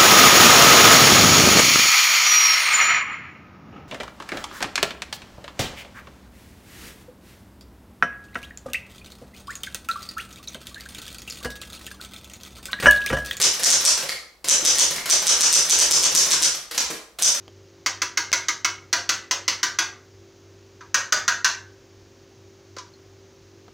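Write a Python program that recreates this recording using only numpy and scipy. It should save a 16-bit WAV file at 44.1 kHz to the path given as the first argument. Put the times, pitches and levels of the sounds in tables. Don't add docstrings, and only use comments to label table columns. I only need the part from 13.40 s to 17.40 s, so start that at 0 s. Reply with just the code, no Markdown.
import sys
import numpy as np
from scipy import signal
from scipy.fft import rfft, irfft
from scipy.io import wavfile
from scipy.ndimage import uniform_filter1d, minimum_filter1d

SR = 44100
rng = np.random.default_rng(int(sys.argv[2]) if len(sys.argv) > 2 else 0)


def dump(signal):
    limited = np.clip(np.atleast_2d(signal).T, -1, 1)
    pcm = np.round(limited * 32767).astype(np.int16)
    wavfile.write(sys.argv[1], SR, pcm)


N = 176400


# t/s, level/dB, brightness/(dB per octave), key travel/s, key rattle/dB, fall-back/dB
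STRIKES = [(0.015, 18.5, 0.5, 0.039, 14, -3), (0.2336, 16.5, 2, 0.041, 0.5, -12),
           (0.3026, 17, 1.5, 0.043, 3, -15), (.451, 20, 1, 0.046, 0.5, 0), (1.085, 19, 1, 0.043, -1.5, -6),
           (1.2503, 19, 1.5, 0.032, -18, -21), (1.3843, 19, 1, 0.032, 0, 1.5),
           (1.6987, 18.5, 1.5, .043, 2, -5), (1.8687, 19, 0, 0.052, -1, -8),
           (2.008, 19.5, 0, 0.04, -3, -11), (2.1273, 20.5, 2, 0.036, -9.5, -2.5),
           (2.2972, 17.5, 2, 0.056, -10, -1), (2.3886, 17.5, 1, 0.044, -17, 2),
           (2.5108, 19.5, 2, 0.052, -6.5, -20), (2.629, 15, 0, 0.04, -5.5, 6.5),
           (2.75, 20.5, 4.5, 0.033, 0, -17), (2.907, 15, 0.5, 0.046, 1.5, -12),
           (3.023, 16, 2, 0.026, -9, -6), (3.8229, 20.5, 3, 0.037, -1, -1.5)]

def type_bars(count=4, variation=.3):
    tracks, usual_slap = np.zeros((count, N)), burst()
    for k, (s, db, bright_db, *_) in enumerate(STRIKES):
        slap = unit(usual_slap + variation * burst())
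        add(tracks[k % count], s, amp(db) * tilt(slap, bright_db))
    return tracks


# f/Hz, level/dB
CRACK_SPECTRUM = [(600, -26), (1800, -20), (3500, 9.5), (6000, 9), (8700, 14), (10300, -0.5), (12500, -1),
                  (14000, -6), (16000, -18)]

def platen_crack(slaps, bounce_s=.011, bounce_db=2.5):
    crack = amp(-13) * colour(slaps, CRACK_SPECTRUM)
    add(crack, bounce_s, amp(bounce_db) * crack)
    return crack


# f/Hz, level/dB
BAR_MODES = [(5329, 0), (5626, -2), (5879, 0), (6197, -1), (6442, -2), (6966, -2)]

def bar_ring(track, detune=.04, t60=.42):
    pitch = 1 + detune * rng.uniform(-1, 1)
    ringing = ring([(hz * pitch, db, t60) for hz, db in BAR_MODES])
    return amp(-14) * signal.oaconvolve(track, ringing)[:N]


# t/s, level/dB
LEVER_RATTLES = [(.624, -3.5), (.688, -1.5), (1.559, -1.5), (3.3096, -3.5), (3.345, -4), (3.502, -3)]
# f/Hz, level/dB
LINKAGE_SPECTRUM = [(60, -15), (150, -2.5), (260, -3.5), (480, 3.5), (800, 0), (1300, 2.5), (2500, 2),
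                    (5000, 3), (8000, -1), (11500, -2.5), (16000, -15)]

def linkage(trip_s=.0099, fall_s=.122, key_t60=.12, fall_t60=.11):
    out = np.zeros(N)
    for s, _, _, travel_s, key_db, fall_db in STRIKES:
        add(out, s - travel_s, amp(key_db) * rattle(key_t60))
        add(out, s - trip_s, amp(-2) * rattle(key_t60))
        add(out, s + fall_s, amp(fall_db) * rattle(fall_t60))
    for s, db in LEVER_RATTLES:
        add(out, s, amp(db) * rattle(fall_t60))
    return colour(out, LINKAGE_SPECTRUM)


# t/s, level/dB, f/Hz
KEY_KNOCKS = [(.63, -10.5, 547), (1.195, -13, 523), (1.227, -10, 344), (1.905, -8, 466), (2.335, -11, 435),
              (3.502, -7, 450), (3.511, -13.5, 342)]
# f/Hz, level/dB
KNOCK_SPECTRUM = [(50, -23), (110, -16), (145, -1.5), (180, -11), (330, -3.5), (520, 3), (720, -4.5),
                  (1400, 1.5), (3000, -15.5), (12000, -49)]

def frame_knocks(step_s=.03, t60=.062):
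    thuds, notes = np.zeros(N), np.zeros(N)
    for s, *_ in STRIKES:
        add(thuds, s + step_s, amp(-4) * rattle(t60))
    for s, db, hz in KEY_KNOCKS:
        add(thuds, s, .5 * amp(db) * rattle(t60))
        add(notes, s, amp(db) * ring([(hz, 0, t60)]))
    return colour(thuds, KNOCK_SPECTRUM) + notes


# t/s, level/dB
SPACE_SNAPS = [(3.378, 5), (3.3808, 8), (3.385, 0.5)]
# f/Hz, level/dB
SNAP_SPECTRUM = [(200, -12), (500, 0.5), (2000, -1.5), (4600, 3.5), (5900, 9.5), (7500, 1.5), (9500, -6.5),
                 (16000, -16)]

def escapement():
    out = np.zeros(N)
    for s, db in SPACE_SNAPS:
        add(out, s, amp(db) * burst())
    return colour(out, SNAP_SPECTRUM)


# t/s, level/dB, brightness/(dB per octave)
SHIFT_CLINKS = [(0.6928, 0, -3), (1.582, -5, -8)]
# f/Hz, level/dB, t60/s
SHIFT_MODES = [(2120, -4, .012), (2125, -32, .25), (4350, 0, .005), (4750, 0, .005), (7700, -4, .004)]

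def shift_mechanism():
    out = np.zeros(N)
    for s, db, bright_db in SHIFT_CLINKS:
        clink = signal.fftconvolve(burst(), ring(SHIFT_MODES))
        add(out, s, amp(db) * unit(tilt(clink, bright_db)))
    return out


# t/s, level/dB
SPRING_PINGS = [(.13, -13), (3.151, -14.5)]
# f/Hz, level/dB, t60/s
SPRING_MODES = [(11100, 0, .03), (11400, -6, .1)]

def return_spring():
    out = np.zeros(N)
    for s, db in SPRING_PINGS:
        add(out, s, amp(db) * ring(SPRING_MODES))
    return out


def desk_sway(delay_s=.0404, length_s=.097, sway_hz=66.2):
    out, t = np.zeros(N), np.arange(0, length_s, 1 / SR)
    swell = amp(-48.5) * np.sin(np.pi * t / length_s) ** 2
    for s, *_ in STRIKES + SPACE_SNAPS[:1]:
        hz = sway_hz * (1 + .079 * rng.standard_normal())
        add(out, s + delay_s, swell * np.sin(2 * np.pi * hz * t))
    return out


# delay/s, level/dB, lag of the right channel/s
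WALL_ECHOES = [(.0059, -7.5, 0), (.013, -8.5, -.00006), (.0205, -15, 0), (.0255, -9.5, -.00004),
               (.0287, -13.5, 0)]

def room(x, usual_tail, variation=.55):
    response = np.sqrt(1 - variation ** 2) * usual_tail + variation * tail()
    for delay, db, lag in WALL_ECHOES:
        add(response[0], delay, amp([db]))
        add(response[1], delay + lag, amp([db]))
    return signal.fftconvolve(x[None], response, axes=1)[:, :N]


# f/Hz, level/dB
SLAP_SPECTRUM = [(100, -38.5), (450, -20.5), (1500, -17.5), (2400, -14), (3400, -10), (4600, -9.5),
                 (5900, 1), (7200, -7.5), (8800, -11), (10500, -20.5), (15500, -36.5)]

def reflected_slaps(tracks, usual_tail):
    return sum(room(colour(track, SLAP_SPECTRUM), usual_tail) for track in tracks)


# f/Hz, t60/s
ROOM_DECAY = [(150, .45), (1200, .54), (3000, .47), (6000, .44), (15000, .33)]
# f/Hz, side level/dB
ROOM_WIDTH = [(100, -29), (700, -9.5), (1500, -4.5), (9000, -4.5), (12000, -15)]

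def tail(start_s=.00067, build_s=.028):
    hz, when, bands = signal.stft(rng.standard_normal((2, SR)), SR, nperseg=256)
    bands = bands * fade(when, read(ROOM_DECAY, hz)[:, None])
    bands[1] *= amp(read(ROOM_WIDTH, hz))[:, None]
    build_up = np.clip((np.arange(SR) / SR - start_s) / build_s, 0, 1)
    mid, side = signal.istft(bands, SR, nperseg=256)[1][:, :SR] * build_up
    return np.array([mid + side, mid - side]) / np.linalg.norm(mid)


# f/Hz, level/dB
HUSH_SPECTRUM = [(25, -1), (60, 17.5), (110, 0), (500, 7.5), (2300, -9.5), (14000, -13.5)]

def room_tone(level_db=-59.5, width=.27):
    mid, side = (amp(level_db) * colour(rng.standard_normal(N), HUSH_SPECTRUM) for _ in range(2))
    return mid + width * np.array([side, -side])


def burst(length_s=.0028, size=512, passes=3):
    shape = np.exp(-(np.arange(size) / SR / length_s) ** 2)
    x = rng.standard_normal(size) * shape
    for _ in range(passes):
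        x = whiten(x)
        envelope = np.sqrt(abs(uniform_filter1d(x ** 2, size=24)) + 1e-12)
        x = shape * x / envelope
    for _ in range(2 * passes):
        x = whiten(x) * shape ** .25
    return unit(x)


def rattle(t60, contacts_per_s=12000, spread_db=3, rise_s=.003, size=8192):
    t = np.arange(size) / SR
    strengths = amp(spread_db * np.minimum(rng.exponential(1, size), 2))
    signs = rng.choice([-1, 1], size)
    contacts = rng.random(size) < contacts_per_s / SR
    return unit(strengths * signs * contacts * np.minimum(t / rise_s, 1) * fade(t, t60))


def ring(modes):
    t = np.arange(SR) / SR
    return unit(sum(amp(db) * fade(t, t60) * np.sin(2 * np.pi * (hz * t + rng.random()))
                    for hz, db, t60 in modes))


def colour(x, points, size=4096):
    log_gain = np.log(amp(read(points, abs(np.fft.fftfreq(size, 1 / SR)))))
    taps = np.fft.ifft(np.exp(np.conj(signal.hilbert(log_gain)))).real
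    return signal.oaconvolve(x, unit(taps[:size // 2]))[:len(x)]


def tilt(x, bright_db):
    octaves = np.log2(np.maximum(np.fft.rfftfreq(len(x), 1 / SR), 1000) / 6000)
    return irfft(rfft(x) * amp(bright_db * octaves), len(x))


def whiten(x):
    return irfft(np.exp(1j * np.angle(rfft(x))))


def amp(db):
    return 10 ** (np.asarray(db) / 20)


def read(points, hz):
    f, value = np.transpose(points)
    return np.interp(np.log(hz + 1), np.log(f), value)


def unit(x):
    return x / np.sqrt(np.sum(x ** 2) + 1e-20)


def fade(t, t60):
    return np.exp(-np.log(1000) * t / t60)


def add(mix, s, sound):
    at = round(s * SR)
    sound = sound[max(-at, 0):]
    part = mix[max(at, 0):][:len(sound)]
    part += sound[:len(part)]


def scene():
    tracks, usual_tail = type_bars(), tail()
    mechanism = linkage() + frame_knocks() + escapement() + shift_mechanism() + return_spring()
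    direct = platen_crack(tracks.sum(0)) + amp(.5) * mechanism + desk_sway()
    reflected = reflected_slaps(tracks, usual_tail) + room(mechanism, tail())
    ringing = sum(bar_ring(track) for track in tracks)
    return direct + reflected + ringing + room_tone()


def record(dry, limit_db=-11, recover_db_per_s=223, sense_s=.0005, ahead_s=.0016, cutoff_hz=15950):
    power = uniform_filter1d((dry ** 2).mean(0), round(sense_s * SR))
    over_db = np.maximum(10 * np.log10(abs(power) + 1e-12) - limit_db, 0)
    recovery = np.arange(N) * recover_db_per_s / SR
    gain_db = recovery - np.maximum.accumulate(over_db + recovery)
    ahead = round(ahead_s * SR)
    gain_db = uniform_filter1d(minimum_filter1d(gain_db, 2 * ahead + 1), ahead)
    low_pass = signal.firwin(511, cutoff_hz, window=("kaiser", 9), fs=SR)
    return signal.oaconvolve(dry * amp(gain_db), low_pass[None], "same")


dry = scene()
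out = record(dry)
dump(out)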